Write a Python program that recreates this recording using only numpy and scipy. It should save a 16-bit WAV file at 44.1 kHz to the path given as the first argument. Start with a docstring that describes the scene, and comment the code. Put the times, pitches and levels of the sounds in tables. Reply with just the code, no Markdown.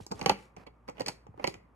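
"""A soft bump on carpet and a faint, fading hiss, over a low hum: to the listener's right, a hand
rummages among plastic things in a small bedroom. Edges tick, and short slides lead up to the knocks
of a hollow case, then of a smaller hard piece. Each knock excites the damped modes of its object,
with a low thud and brief bands of noise; sliding friction gives a grainy hiss. The room answers
with early reflections and a short reverberation."""
import sys
import numpy as np
from scipy import signal
from scipy.fft import rfft, irfft, next_fast_len
from scipy.io import wavfile
from scipy.ndimage import map_coordinates

SR = 44100
rng = np.random.default_rng(int(sys.argv[2]) if len(sys.argv) > 2 else 0)


def log_audio(samples):
    """Write samples as a 16-bit WAV file to the path given in sys.argv[1]."""
    # one column per channel
    frames = np.atleast_2d(samples).T
    # limit to full scale, then quantise
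    limited = np.clip(frames, -1, 1)
    pcm = np.round(limited * 32767).astype(np.int16)
    wavfile.write(sys.argv[1], SR, pcm)


N = 77175


def amp(db):
    """Amplitude ratio of a level in decibels."""
    return 10 ** (np.asarray(db) / 20)


def unit(x):
    """Normalisation to an rms of 1."""
    return x / np.sqrt(np.mean(x ** 2) + 1e-20)


def along(points, hz):
    """Interpolation of (frequency, value) points on a logarithmic frequency axis."""
    freqs, values = np.transpose(points)
    return np.interp(np.log(hz + 1), np.log(freqs + 1), values)


def filtered(x, response):
    """Linear filtering: the spectrum of x is multiplied by a frequency response."""
    n = x.shape[-1]
    padded = next_fast_len(n + 2048)
    return irfft(rfft(x, padded) * response(np.fft.rfftfreq(padded, 1 / SR)), padded)[..., :n]


def wobble(n, rate_hz):
    """Random modulation: a smooth curve through rate_hz random values a second."""
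    return map_coordinates(rng.standard_normal(1024), [np.arange(n) * rate_hz / SR], mode="wrap")


# likeness of the two ears' signals (frequency [Hz], coherence [0-1])
COHERENCE = [(60, 1), (250, 0.83), (800, 0.57), (2000, 0.24), (5000, 0.99), (12000, 0.72)]
def noise(spectrum, n):
    """Interaural coherence: mid and side noise mix into partly alike channels of joint rms 1."""
    def response(hz):
        angle = np.arccos(np.clip(along(COHERENCE, hz), -1, 1)) / 2
        return amp(along(spectrum, hz)) * [np.cos(angle), np.sin(angle)]
    mid, side = filtered(rng.standard_normal((2, n)), response)
    return unit(np.array([mid + side, mid - side]))


def lagged(x, lag_s):
    """Interaural time difference: a positive lag puts the left ear behind the right."""
    return filtered(x, lambda hz: np.exp(-1j * np.pi * hz * lag_s * np.array([[1], [-1]])))


def at_level(x, db, window_s=.01):
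    """Equivalent level: a transient gets the energy of a steady sound of db lasting window_s."""
    return amp(db) * unit(x) * np.sqrt(window_s * SR / x.shape[-1])


def add(out, start_s, x):
    """Superposition: x joins the mix at start_s."""
    i = max(0, round(start_s * SR))
    out[:, i:i + x.shape[-1]] += x[..., :max(0, N - i)]


# spectrum of the still room (frequency [Hz], relative level [dB])
AIR_SPECTRUM = [(22, -33.5), (38, -14), (55, -2.5), (80, -3), (120, 0), (200, -4), (500, -12.5),
                (1150, -10.5), (1700, -22.5), (2500, -28.5), (4000, -43.5), (12000, -48), (14000, -57.5)]
# tones of the house's hum (frequency [Hz], level [dB])
HUM_TONES = [(57, -66), (119, -73)]
def background():
    """Ambient noise: steady air and low tones that drift in amplitude and phase."""
    t = np.arange(N) / SR
    hum = np.zeros(N)
    for hz, db in HUM_TONES:
        peak = np.sqrt(2) * amp(db + 1.5 * wobble(N, 2))
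        hum += peak * np.sin(2 * np.pi * hz * t + .4 * wobble(N, 2.3))
    return amp(-64.5) * noise(AIR_SPECTRUM, N) + hum


# faint hisses (start [s], length [s], level [dB]): the first fades at the very start,
# the last two are the bright wash dying away after sharp knocks
HISSES = [(0, 0.028, -62), (0.142, 0.21, -63), (0.369, 0.078, -67), (1.084, 0.015, -54.5),
          (1.474, 0.013, -54.5)]
def hisses(size=8192, rise_s=.0045, t60=.18):
    """Exponential decay: a faint, uneven hiss holds briefly, then dies away."""
    out, t = np.zeros((2, N)), np.arange(size) / SR
    # (frequency [Hz], relative level [dB])
    spectrum = [(100, -8), (450, 3.5), (1500, -3.5), (3000, -.5), (7000, -4.5), (12000, -11),
                (13500, -33.5)]
    for start_s, length_s, db in HISSES:
        envelope = np.minimum(t / rise_s, 1) * amp(-60 * np.maximum(t - length_s, 0) / t60)
        hiss = noise(spectrum, size) * amp(2.5 * wobble(size, rate_hz=220))
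        add(out, start_s, amp(db) * envelope * unit(hiss))
    return out


def thud(spectrum, db, size=8192, delay_cycles=2):
    """Group delay: in this low push into the floor, the deeper a tone, the later it builds up."""
    hz = np.fft.rfftfreq(size, 1 / SR)
    phase = -2 * np.pi * delay_cycles * np.log(hz + 10)
    push = irfft(amp(along(spectrum, hz)) * np.exp(1j * phase), size)
    rise = 1 - np.exp(-np.arange(size) / SR / .002)
    fade = np.cos(np.linspace(0, np.pi / 2, size))
    return at_level(push * rise * fade, db)


def burst(spectrum, db, rise_s, t60, lag_s, size=8192):
    """Impact noise: one band of a contact rises fast, rattles and decays exponentially."""
    t = np.arange(size) / SR
    rise = 1 - np.exp(-(t / rise_s) ** 2)
    snap_db = 2 * np.exp(-t / .0011)  # the first instant stands out
    rattle_db = 2.5 * wobble(size, rate_hz=1499)
    envelope = rise * amp(snap_db + rattle_db - 60 * t / t60)
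    return lagged(at_level(noise(spectrum, size) * envelope, db), lag_s)


# low-middle band of a contact (frequency [Hz], relative level [dB])
BODY_SPECTRUM = [(120, -40.5), (260, -2.5), (480, 2), (670, -9.5), (820, 4), (1100, -10), (1500, -26),
                 (3000, -60.5)]
def body(db, rise_s, t60=.051, lag_s=.00057):
    """Impact noise in the lower midrange gives a contact its body."""
    return burst(BODY_SPECTRUM, db, rise_s, t60, lag_s)


# thud on carpet (frequency [Hz], relative level [dB])
BUMP_SPECTRUM = [(25, -33), (60, -7), (100, 1), (170, -6.5), (300, -13.5), (800, -67), (2000, -130)]
# soft landings (time [s], thud level [dB], body level [dB])
BUMPS = [(0.001, -44, -46), (0.135, -43.5, -74), (0.571, -53.0, -54.5), (1.282, -46.0, -65),
         (1.341, -57.5, -56), (1.551, -51, -51)]
def bumps():
    """Cushioned impact: things settling on carpet excite mostly low frequencies."""
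    out = np.zeros((2, N))
    for time_s, thud_db, body_db in BUMPS:
        add(out, time_s, thud(BUMP_SPECTRUM, thud_db) + body(body_db, rise_s=.004, t60=.013))
    return out


# upper-middle band of a contact (frequency [Hz], relative level [dB])
CLACK_SPECTRUM = [(700, -28), (1400, -1.5), (1700, -7.5), (2100, 4), (3050, 0.5), (3600, -15),
                  (4600, -16.5), (6000, -40)]
def clack(db, rise_s):
    """Impact noise in the upper midrange is the clack of hard plastic."""
    return burst(CLACK_SPECTRUM, db, rise_s, t60=.033, lag_s=-.000095)


TICK_T60_S, TICK_LAG_S = .019, .00012
# treble of a light touch (frequency [Hz], relative level [dB])
LIGHT_TICK_SPECTRUM = [(2500, -36.5), (3800, -10.5), (4600, 4.5), (5800, 7), (7800, -2), (9500, -18.5),
                       (12000, -5), (13500, -26), (16000, -35)]
# light touches (time [s], body level [dB], clack level [dB], tick level [dB])
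TICKS = [(.065, -50.5, -69, -47.5), (.1198, -34, -75, -46), (.193, -44, -62, -54), (.2275, -44, -68, -53),
         (.565, -51.5, -58.5, -61.5), (.5702, -49, -64, -77.5), (.8795, -47.5, -56.5, -62.5),
         (.8935, -41.5, -57, -71), (.896, -64, -61, -58), (.97, -58, -59.5, -79), (.981, -50, -53.5, -77),
         (.9965, -41.5, -49.5, -52), (1.0176, -43, -49.5, -52), (1.0708, -45, -56, -45.5),
         (1.086, -39.5, -44.5, -41.5), (1.267, -50, -67.5, -74.5), (1.377, -48.5, -74, -96),
         (1.469, -54.5, -41, -47.5), (1.541, -53.5, -50.5, -56)]
def ticks(rise_s=.0004):
    """Broadband transients: edges touch lightly, giving three bands of noise and no ringing."""
    out = np.zeros((2, N))
    for time_s, body_db, clack_db, tick_db in TICKS:
        tick = burst(LIGHT_TICK_SPECTRUM, tick_db, rise_s, TICK_T60_S, TICK_LAG_S)
        add(out, time_s, body(body_db, rise_s) + clack(clack_db, rise_s) + tick)
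    return out


# rubbing noise (frequency [Hz], relative level [dB])
SLIDE_SPECTRUM = [(60, -17.5), (200, 12.5), (550, 4), (900, 3), (1500, -3), (2500, -6), (3600, -20),
                  (4600, -16), (8000, -28.5), (12000, -28.5), (16000, -52)]
# short slides (start [s], length [s], end level [dB], swell from start to end [dB])
SLIDES = [(0.106, 0.014, -41.5, 13), (0.164, 0.084, -41.5, 14.5), (0.282, 0.038, -34, 2),
          (0.568, 0.0684, -56.5, -1), (0.873, 0.018, -46.5, 10), (.945, 0.0726, -43.5, 22),
          (1.061, .035, -41, 4), (1.361, 0.0735, -47.5, 26.5), (1.437, 0.033, -48, -5.5)]
def slides(size=8192, rise_s=.004, t60=.03):
    """Stick-slip friction: plastic and cloth rub in small catches, mostly swelling as the hand pushes."""
    out, t = np.zeros((2, N)), np.arange(size) / SR
    for start_s, length_s, end_db, swell_db in SLIDES:
        push_db = swell_db * (np.minimum(t / length_s, 1) - 1)
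        release_db = -60 * np.maximum(t - length_s, 0) / t60
        envelope = np.minimum(t / rise_s, 1) * amp(end_db + push_db + release_db)
        catches = unit(noise(SLIDE_SPECTRUM, size) * amp(1.5 * wobble(size, rate_hz=345)))
        add(out, start_s, envelope * catches)
    return out


def ring(modes, pitch, db, tilt_db, rise_s, lag_s, size=8192):
    """Modal vibration: a struck shell sounds damped sinusoids whose strengths vary with each blow."""
    t = np.arange(size) / SR
    shell = np.zeros(size)
    for hz, mode_db, t60 in modes:
        struck_db = mode_db + tilt_db * np.log2(hz) + rng.standard_normal()
        shell += amp(struck_db - 60 * t / t60) * np.sin(2 * np.pi * hz * pitch * t)
    return lagged(at_level(shell * (1 - np.exp(-t / rise_s)), db), lag_s)


# bass and treble of a knock (frequency [Hz], relative level [dB])
THUD_SPECTRUM = [(25, -37.5), (50, -10), (100, -4.5), (175, 5.5), (240, -5), (400, -29.5), (900, -81),
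                 (2000, -130)]
TICK_SPECTRUM = [(2200, -43.5), (3600, -9), (4500, 17), (5300, -0.5), (6500, 0), (8200, -9.5), (12000, -8),
                 (14000, -20.5), (16000, -39)]
def knocks(blows, modes):
    """Impulsive excitation: each blow cracks, rings its object and thuds into what lies below."""
    out = np.zeros((2, N))
    for time_s, rise_s, pitch, ring_db, tilt_db, thud_db, body_db, clack_db, tick_db, lag_s in blows:
        slow_rise_s = rise_s + .0021  # ring and body build up after the crack
        add(out, time_s, ring(modes, pitch, ring_db, tilt_db, slow_rise_s, lag_s)
            + thud(THUD_SPECTRUM, thud_db)
            + body(body_db, slow_rise_s, lag_s=lag_s)
            + clack(clack_db, rise_s)
            + burst(TICK_SPECTRUM, tick_db, rise_s, TICK_T60_S, TICK_LAG_S))
    return out


# modes of the hollow case (frequency [Hz], relative level [dB], T60 [s])
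CASE_MODES = [(187, -11.5, 0.13), (472.5, 2.5, 0.028), (803, -0.5, 0.049), (1128, -11, 0.057),
              (2510, -9.5, .025), (3072, -7, 0.018), (4360, -9, 0.012), (6060, -31, .012)]
# blows to the case (time [s], rise [s], pitch [ratio], ring level [dB], ring tilt [dB/octave],
# thud level [dB], body level [dB], clack level [dB], tick level [dB], left ear lag [s])
CASE_KNOCKS = [(.1135, 0.00086, 1.024, -32.5, -3, -50.5, -35, -55, -44.5, -0.00046),
               (.2132, 0.0001, 1.01, -34.5, -2, -40.5, -36.5, -39, -42.5, -0.00088),
               (.2599, 0.00036, .99, -21, 1, -35.5, -31, -28.5, -30, -.0002),
               (.295, 0.00032, 1.049, -20.5, 1, -35, -22.5, -26, -27, -0.000062)]
def hollow_case():
    """Shell resonance: the knocked case rings longest in its lowest mode."""
    return knocks(CASE_KNOCKS, CASE_MODES)


# modes of the small piece (frequency [Hz], relative level [dB], T60 [s])
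PIECE_MODES = [(313.3, -12.5, 0.048), (568, 3.5, 0.031), (792, -11, 0.043), (1023.5, -4, 0.027),
               (2077, -9.5, 0.027), (2308, -13, 0.033), (2670, -18.5, 0.022)]
# blows to the piece (columns and units as in CASE_KNOCKS)
PIECE_KNOCKS = [(.664, 0.014, 0.97, -51, 5, -58, -47.5, -56, -60.5, 0.00081),
                (.8855, 0.0008, 0.95, -42, 3, -50.5, -41, -55, -53.5, 0.00084),
                (1.005, 0.0025, 0.91, -29, -2, -42, -38.5, -52, -41, 0.000527),
                (1.061, 0.0012, 0.83, -43.5, 1, -65, -47, -43.5, -37, 0.00064),
                (1.0822, 0.00018, .98, -42, 6, -47.5, -42, -40, -33, 0.00028),
                (1.395, 0.0026, 1.03, -43, 0.5, -65, -41.5, -59.5, -70, 0.00057),
                (1.442, 0.00027, 0.95, -24.5, 2, -47.5, -33.5, -35, -38.5, 0.00085),
                (1.4738, 0.0011, 0.97, -35.5, 0, -42, -32, -38.5, -34, 0.00059)]
def small_piece():
    """Damped free vibration: every mode of the hard piece dies within 50 ms."""
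    return knocks(PIECE_KNOCKS, PIECE_MODES)


# reverberation time (frequency [Hz], T60 [s])
ROOM_T60 = [(80, 0.27), (200, 0.25), (500, 0.4), (1200, 0.61), (3000, 0.29), (7000, 0.26), (13000, 0.34)]
# colour of the reverberant tail (frequency [Hz], gain [dB])
ROOM_COLOUR = [(60, -19), (200, -10), (480, -15), (800, -30), (2000, -16), (5000, -18.5), (11000, -18.5),
               (14000, -26.5)]
def room(x, early_db=-11.5, early_t60=.11, early_delay_s=.004):
    """Reverberation: near furniture reflects first, then the walls; the midrange lingers longest."""
    def convolved(impulse):
        return signal.fftconvolve(x, impulse / np.linalg.norm(impulse[0]), axes=1)[:, :N]
    white = [(20, 0), (20000, 0)]
    hz, frame_s, bands = signal.stft(noise(white, SR // 2), SR, nperseg=256)
    decay = amp(-60 * frame_s / along(ROOM_T60, hz)[:, None])
    tail = signal.istft(bands * decay, SR, nperseg=256)[1]
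    t = np.arange(tail.shape[1]) / SR
    tail *= np.clip(t / .017 - .5, 0, 1)  # the walls fade in after a short gap
    early = noise(white, len(t)) * amp(-60 * t / early_t60) * np.clip(t / early_delay_s - 1, 0, 1)
    walls = filtered(convolved(tail), lambda f: amp(along(ROOM_COLOUR, f)))
    return amp(early_db) * convolved(early) + walls


# balance of the direct sound (frequency [Hz], left minus right [dB])
EAR_BALANCE = [(60, 12.5), (130, -4.5), (250, -4.5), (430, -13.5), (800, 0), (1300, -1.5), (2200, -8),
               (4400, -1), (8000, 0)]
def ear_gains(hz):
    """Interaural level difference: the ears share each frequency at constant total power."""
    gains = amp(along(EAR_BALANCE, hz) * np.array([[.5], [-.5]]))
    return gains / np.sqrt(np.mean(gains ** 2, axis=0))


# feeds to the room (case [dB], piece [dB], light sounds [dB])
ROOM_SEND_DB = [-1.5, -2, -0.5]
def scene(echo_cutoff_hz=13000):
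    """Superposition of direct sound, a separate room response for each source, and the background."""
    sources = [hollow_case(), small_piece(), hisses() + bumps() + ticks() + slides()]
    direct = filtered(sum(sources), ear_gains)
    echoes = sum(amp(db) * room(x) for x, db in zip(sources, ROOM_SEND_DB))
    echoes = filtered(echoes, lambda hz: 1 / np.sqrt(1 + (hz / echo_cutoff_hz) ** 40))
    return direct + echoes + background()


def record(dry):
    """Band limiting: a steep low-pass removes the treble above 16 kHz."""
    return filtered(dry, lambda hz: 1 / np.sqrt(1 + (hz / 16000) ** 120))


dry = scene()
out = record(dry)
log_audio(out)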